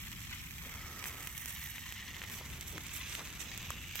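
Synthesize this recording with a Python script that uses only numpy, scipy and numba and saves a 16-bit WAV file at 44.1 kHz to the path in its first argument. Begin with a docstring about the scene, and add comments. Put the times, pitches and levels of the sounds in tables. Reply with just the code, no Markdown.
"""Burning brush crackles densely in a steel mesh cage outdoors, 2-3 m from a hand-held stereo microphone.
Pockets in the wood pop, twigs tick, sap sizzles, steam spurts and hisses. The cage scatters each click.
Turbulent flames rumble underneath; grass rustles softly; two narrow bands of noise ring faintly.
A ground reflection and the recorder's own shadow shift the colour as the microphone moves."""
import sys
import numpy as np
from scipy import signal
from scipy.fft import rfft, irfft
from scipy.io import wavfile
from scipy.ndimage import uniform_filter1d, map_coordinates
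from numba import njit

SR = 44100
rng = np.random.default_rng(int(sys.argv[2]) if len(sys.argv) > 2 else 0)


def unload_wav(signal):
    """Save mono or channel-first audio to the path in sys.argv[1] as 16-bit WAV at rate SR, clipped to [-1, 1]."""
    wavfile.write(
        sys.argv[1],
        SR,
        np.round(np.clip(np.atleast_2d(signal).T, -1, 1) * 32767).astype(np.int16),
    )


N = 176400
T = np.arange(N) / SR
BINS_HZ = np.maximum(np.arange(N // 2 + 1) * SR / N, 1)

# microphone motion: time_s, left_ground_lag_ms, right_ground_lag_ms, left_behind_right_ms, scatter_db
MIC_MOTION = [(.4, 0.92, 0.73, -0.093, 4.5), (1.0, 0.87, 1, -0.067, -1), (1.95, 1, 1.06, -0.036, -2),
              (2.6, 0.79, 0.97, 0.031, 1), (3.3, 0.806, 0.743, 0.032, 0.5),
              (3.75, 0.85, 0.78, -0.0065, 2.5)]
# shadow of the recorder's body: time_s, left_notch_hz, right_low_gain_db, right_high_gain_db
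SHADOW_NOTCHES = [(.65, 6050, -4, -11), (.95, 8440, 5, 3), (1.55, 8550, -17, 4), (2.35, 8850, -5, 0.5),
                  (3.05, 8500, -11, 4), (3.7, 10100, -16, -5)]
# treble balance: frequency_hz, left_minus_right_db
PORT_BALANCE = [(4400, 0.5), (6000, -13.5), (8000, -5.5), (10000, 2.5), (13000, -8.5), (16000, 1)]

# movement in the grass: time_s, level_db
RUSTLE_ENVELOPE = [(.5, -83), (.7, -60), (1.2, -57), (1.5, -82), (1.95, -73.5), (2.15, -60.5), (2.55, -60),
                   (2.95, -64), (3.3, -60), (3.75, -59), (3.92, -69)]
# grass rustle: frequency_hz, gain_db
RUSTLE_SPECTRUM = [(100, -5), (280, 4.5), (600, -2.5), (1250, -1), (2000, -6.5), (5000, -39)]
# dull crunches, like steps on dry grass: middle_s, half_length_s, pitch_hz, level_db
GRASS_CRUNCHES = [(0.668, 0.023, 175, -54.5), (2.411, 0.0055, 477, -46.5), (2.763, 0.035, 151, -49.5),
                  (3.203, 0.028, 1110, -49)]
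# flame rumble: time_s, level_db
RUMBLE_ENVELOPE = [(0, -50), (.36, -51.5), (.5, -49.5), (1, -54), (2.4, -52.5), (2.52, -48), (2.6, -51),
                   (3.4, -52), (3.7, -50), (4, -53)]
# flame rumble: frequency_hz, gain_db
RUMBLE_SPECTRUM = [(15, -53), (25, -11), (40, -8.5), (62, 1), (100, -4), (160, -7), (250, -14), (350, -23),
                   (500, -42)]
# faint ringing bands of noise: middle_s, half_length_s, pitch_hz, half_width_hz, level_db
NARROW_RESONANCES = [(1.013, 0.31, 1287, 43, -60), (3.8, 0.22, 2760, 230, -54.5)]
# hiss of a steam jet: time_s, level_db
JET_ENVELOPE = [(.2, -76), (.5, -55.5), (1.55, -62), (2, -70)]
# boiling sap: time_s, level_db, top_octave_db
SIZZLE_ENVELOPE = [(0, -51, 1.5), (.8, -54.5, -4.5), (1.63, -47, 8), (1.8, -50.5, 6), (2.2, -56.5, 1),
                   (2.8, -53, 0.5), (3.85, -55, -1)]
# boiling sap: frequency_hz, gain_db
SIZZLE_SPECTRUM = [(1000, -8.5), (2500, 3), (4800, -5), (6100, 5), (7000, -1.5), (7700, 6), (8800, -3),
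                   (10500, -4), (12200, 3.5), (16000, -3.5)]
# steam from the fuel: start_s, length_s, level_db, top_octave_db
STEAM_SPURTS = [(1.059, 0.025, -42, 3.5), (1.474, 0.03, -42.5, -1), (2.31, 0.075, -45.5, 0),
                (2.672, 0.053, -47.5, 2), (2.932, 0.052, -42.5, 4), (3.084, 0.11, -46.5, -9),
                (3.396, 0.03, -41, -10), (3.954, 0.055, -43.5, 8)]
# bursting wood: start_s, pitch_hz, body_db, snap_db
WOOD_POPS = [(1.0414, 2260, -24.5, -30), (1.057, 1850, -25, -36), (1.2725, 1910, -29.5, -27),
             (1.3788, 2720, -29, -28.5), (1.459, 2460, -32, -27), (1.782, 2180, -29.5, -48),
             (1.9241, 2570, -28.5, -32), (2.218, 2330, -23.5, -51), (2.2385, 2090, -27.5, -43),
             (2.6108, 2400, -35, -30), (2.7804, 1890, -25, -39), (2.8666, 2490, -37, -30.5),
             (3.152, 2920, -21, -31), (3.5771, 2950, -30, -27.5), (3.7049, 1250, -26, -26),
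             (3.9559, 2970, -25.5, -26.5), (3.9925, 2600, -23, -42)]
# crackling fuel: time_s, level_db
CRACKLE_ENVELOPE = [(.25, -51), (.33, -43.5), (.46, -51), (1.05, -48), (1.3, -49.5), (1.58, -46.5),
                    (2.38, -48), (2.65, -52), (3.12, -43.5), (3.3, -49), (3.52, -45), (3.92, -50), (4, -40)]
# crackling fuel: frequency_hz, gain_db
CRACKLE_SPECTRUM = [(200, -63), (550, -23), (800, -10), (1150, -4.5), (1450, -6), (1850, 4.5), (2500, 0),
                    (3300, -1), (4200, -7.5), (6500, -6), (9000, -28)]
# crackle colour: time_s, treble_db
CRACKLE_TREBLE = [(.3, 2.5), (1.0, -6), (1.6, 1.5), (3.75, 6.5)]


def undb(db):
    """Decibels to gain."""
    return 10 ** (np.asarray(db) / 20)


def curve(rows, column=1):
    """Table column, linearly interpolated in time."""
    rows = np.array(rows)
    return np.interp(T, rows[:, 0], rows[:, column])


def response(points):
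    """Gain per bin from (frequency_hz, gain_db) points."""
    hz, db = np.array(points).T
    return undb(np.interp(np.log(BINS_HZ), np.log(hz), db))


def colour(x, gain):
    """Minimum-phase filter with the given gain per bin."""
    cepstrum = irfft(np.log(gain + 1e-6), N)
    cepstrum[1:N // 2] *= 2
    cepstrum[N // 2 + 1:] = 0
    return irfft(rfft(x) * np.exp(rfft(cepstrum)), N)


def unit(x):
    """Scale to rms 1."""
    return x / np.sqrt(np.mean(x ** 2))


def drift(rate_hz):
    """Random ramps, rms 1."""
    hold = max(int(SR / rate_hz), 2)
    steps = np.repeat(rng.standard_normal(N // hold + 1), hold)[:N]
    return unit(uniform_filter1d(steps, hold))


def clicks(per_s, spread_db):
    """Random impulses of either sign, log-normal in size."""
    size = undb(spread_db * np.minimum(rng.standard_normal(N), 3.34))
    return (rng.random(N) < per_s / SR) * size * np.sign(rng.standard_normal(N))


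def delay(x, lag_ms):
    """Delay by a moving lag."""
    return map_coordinates(x, [(T - lag_ms / 1000) * SR], order=3, mode="mirror")


def brighten(parts, high_db):
    """Equal-power balance of a (low, high) pair."""
    low, high = parts
    return (low + undb(high_db) * high) / np.sqrt((1 + undb(high_db) ** 2) / 2)


@njit
def bandpass(x, centre_hz, width_ratio):
    """State-variable resonance with a moving centre."""
    y, band_state, low_state = np.empty(len(x)), 0., 0.
    for i in range(len(x)):
        g = np.tan(np.pi * centre_hz[i] / SR)
        band = (band_state + g * (x[i] - low_state)) / (1 + g * (g + width_ratio))
        band_state = 2 * band - band_state
        low_state += 2 * g * band
        y[i] = width_ratio * band
    return y


def notch(x, centre_hz, gain_db):
    """Moving dip; a peak where gain_db is positive."""
    return x - (1 - undb(gain_db)) * bandpass(x, centre_hz * np.ones(N), width_ratio=.24)


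def cage_scatter(x, decay_s=.004, echoes=10):
    """Brief, shifting echoes from cage and brush, different at each port."""
    out = np.zeros((2, N))
    for port in out:
        for k in range(echoes):
            lag_s = decay_s * 2 * (k + rng.random()) / echoes
            port += np.roll(x, int(lag_s * SR) + 1) * np.exp(-lag_s / decay_s) * drift(90)
    return unit(out) * np.std(x)


def at_ports(x, scatter_trim_db):
    """Direct sound plus scatter at the two moving ports."""
    lag_ms = curve(MIC_MOTION, column=3)
    wet = undb(curve(MIC_MOTION, column=4) + scatter_trim_db)
    direct = np.array([delay(x, lag_ms / 2), delay(x, -lag_ms / 2)])
    return (direct + wet * cage_scatter(x)) / np.sqrt(1 + wet ** 2 / 2)


def ground_reflection(ports, gain=.28):
    """Add one ground bounce; its lag follows each port."""
    left = delay(ports[0], curve(MIC_MOTION, column=1))
    right = delay(ports[1], curve(MIC_MOTION, column=2))
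    return ports + gain * np.array([left, right])


def recorder_shadow(ports, right_low_hz=4870, right_high_hz=9170):
    """The turning recorder shades the ports: the left notch slides, the right pair varies in gain."""
    left = notch(ports[0], curve(SHADOW_NOTCHES), gain_db=-11)
    right = notch(ports[1], right_low_hz, curve(SHADOW_NOTCHES, column=2))
    right = notch(right, right_high_hz, curve(SHADOW_NOTCHES, column=3))
    return np.array([left, right])


def grass_rustle(trim_db=.5):
    """Movement in the grass: soft grains and a few dull crunches."""
    spectrum = response(RUSTLE_SPECTRUM)
    out = unit(colour(clicks(per_s=2700, spread_db=3.5), spectrum))
    out *= undb(curve(RUSTLE_ENVELOPE) + trim_db)
    for middle_s, half_s, hz, level_db in GRASS_CRUNCHES:
        band = spectrum / np.hypot(1, (BINS_HZ / hz - hz / BINS_HZ) / 2)
        grains = unit(colour(clicks(per_s=1800, spread_db=0), band))
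        out += grains * undb(level_db) * np.exp(-np.minimum(((T - middle_s) / half_s) ** 2, 20))
    return out


def flame_rumble(buffet_hz=50, buffet_db=-8, trim_db=.5):
    """Turbulent flames, alike at both ports except for the lowest buffeting."""
    spectrum = response(RUMBLE_SPECTRUM)
    body = unit(colour(rng.standard_normal(N), spectrum))
    buffet = unit(colour(rng.standard_normal((2, N)), spectrum / np.hypot(1, BINS_HZ / buffet_hz)))
    return (body + undb(buffet_db) * buffet) * undb(curve(RUMBLE_ENVELOPE) + trim_db)


def narrow_resonances():
    """Faint, narrow ringing bands of noise near 1.3 and 2.8 kHz; each swells and fades."""
    out = np.zeros(N)
    for middle_s, half_s, hz, half_width_hz, level_db in NARROW_RESONANCES:
        band = 1 / (1 + ((BINS_HZ - hz) / half_width_hz) ** 2)
        tone = unit(colour(rng.standard_normal(N), band))
        out += tone * undb(level_db) * np.exp(-((T - middle_s) / half_s) ** 4)
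    return out


def steam_jet(centre_hz=13200, width_ratio=.24):
    """Smooth, airy hiss of steam; swells and fades."""
    band = 1 / (1 + ((BINS_HZ / centre_hz - 1) / (width_ratio / 2)) ** 2)
    hiss = colour(rng.standard_normal((2, N)), band)
    return unit(hiss) * undb(curve(JET_ENVELOPE))


def fizz(per_s, spread_db, split_hz=10000):
    """Tiny scattered bursts of boiling sap, as (treble, top octave)."""
    bursts = at_ports(clicks(per_s, spread_db), scatter_trim_db=8)
    bursts = unit(colour(bursts, response(SIZZLE_SPECTRUM)))
    top = irfft(rfft(bursts) / (1 + (split_hz / BINS_HZ) ** 10), N)
    return bursts - top, top


def sap_sizzle(attack_s=.014, release_s=.016, trim_db=.8):
    """Sap boils throughout; steam spurts open fast, hold and die away."""
    out = brighten(fizz(per_s=12000, spread_db=6.5), curve(SIZZLE_ENVELOPE, column=2))
    out *= undb(curve(SIZZLE_ENVELOPE) + trim_db)
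    steam = fizz(per_s=11000, spread_db=-.5)
    for start_s, length_s, level_db, top_db in STEAM_SPURTS:
        attack = np.clip((T - start_s) / attack_s + .5, 0, 1)
        release = np.exp(-np.clip((T - start_s - length_s) / release_s, 0, 20))
        out += attack * release * undb(level_db) * brighten(steam, top_db)
    return out


def twig_ticks(level_db=-54.8):
    """Twigs split with tiny dry ticks across the treble."""
    spectrum = response(CRACKLE_SPECTRUM) + .5 * response(SIZZLE_SPECTRUM)
    ticks = unit(colour(clicks(per_s=210, spread_db=3.9), spectrum))
    return at_ports(ticks, scatter_trim_db=-8.5) * undb(level_db)


def wood_pops(lead_s=.0003, rise_cycles=.4, snap_decay_s=.00052, body_trim_db=-2, snap_trim_db=6.5):
    """Pockets in the wood burst: a strongly damped ring and a bright snap."""
    body, snap_envelope = np.zeros(N), np.zeros(N)
    for start_s, hz, body_db, snap_db in WOOD_POPS:
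        span = slice(int((start_s - lead_s) * SR), int((start_s + .02) * SR))
        age_s = np.maximum(T[span] - start_s + lead_s, 0)
        rise = age_s * hz / rise_cycles
        ring = rise * np.exp(1 - rise) * np.sin(2 * np.pi * hz * age_s)
        body[span] -= undb(body_db + body_trim_db) * ring
        snap_envelope[span] += undb(snap_db + snap_trim_db) * (age_s > 0) * np.exp(-age_s / snap_decay_s)
    snap = snap_envelope * unit(colour(rng.standard_normal((2, N)), response(SIZZLE_SPECTRUM)))
    return at_ports(body, scatter_trim_db=-9) + .5 * snap + undb(-11) * cage_scatter(snap[0])


def fuel_crackle(per_s=9000, spread_db=4.5, width_octaves=.62, flurry_db=1.4, trim_db=-3.5):
    """Burning fuel: flurries of tiny bursts in four bands; the low/high balance drifts."""
    bands = [np.exp(-(np.log2(BINS_HZ / hz) / width_octaves) ** 2 / 2) + .028
             for hz in (1210, 1760, 2720, 4770)]
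    total = np.sqrt(sum(band ** 2 for band in bands))
    spectra = [band / total * response(CRACKLE_SPECTRUM) for band in bands]
    bursts = [colour(clicks(per_s / len(bands), spread_db), spectrum) for spectrum in spectra]
    mix = brighten((sum(bursts[:2]), sum(bursts[2:])), curve(CRACKLE_TREBLE))
    flurries = unit(mix * undb(flurry_db * drift(160)))
    return at_ports(flurries, scatter_trim_db=-2) * undb(curve(CRACKLE_ENVELOPE) + trim_db)


def scene():
    """Background plus the fire's bright sounds, shaded by the recorder."""
    background = flame_rumble() + grass_rustle() + narrow_resonances()
    crackle = ground_reflection(fuel_crackle() + twig_ticks())
    return background + recorder_shadow(crackle + sap_sizzle() + steam_jet() + wood_pops())


def record(dry, cutoff_hz=15900):
    """More treble at the right port than the left; steep low-pass."""
    balance = response(PORT_BALANCE)
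    port_gains = np.array([balance, np.ones_like(balance)]) * np.sqrt(2 / (1 + balance ** 2))
    heard = irfft(rfft(dry) * port_gains, N)
    return signal.sosfilt(signal.ellip(12, .1, 80, cutoff_hz, fs=SR, output="sos"), heard)


dry = scene()
out = record(dry)
unload_wav(out)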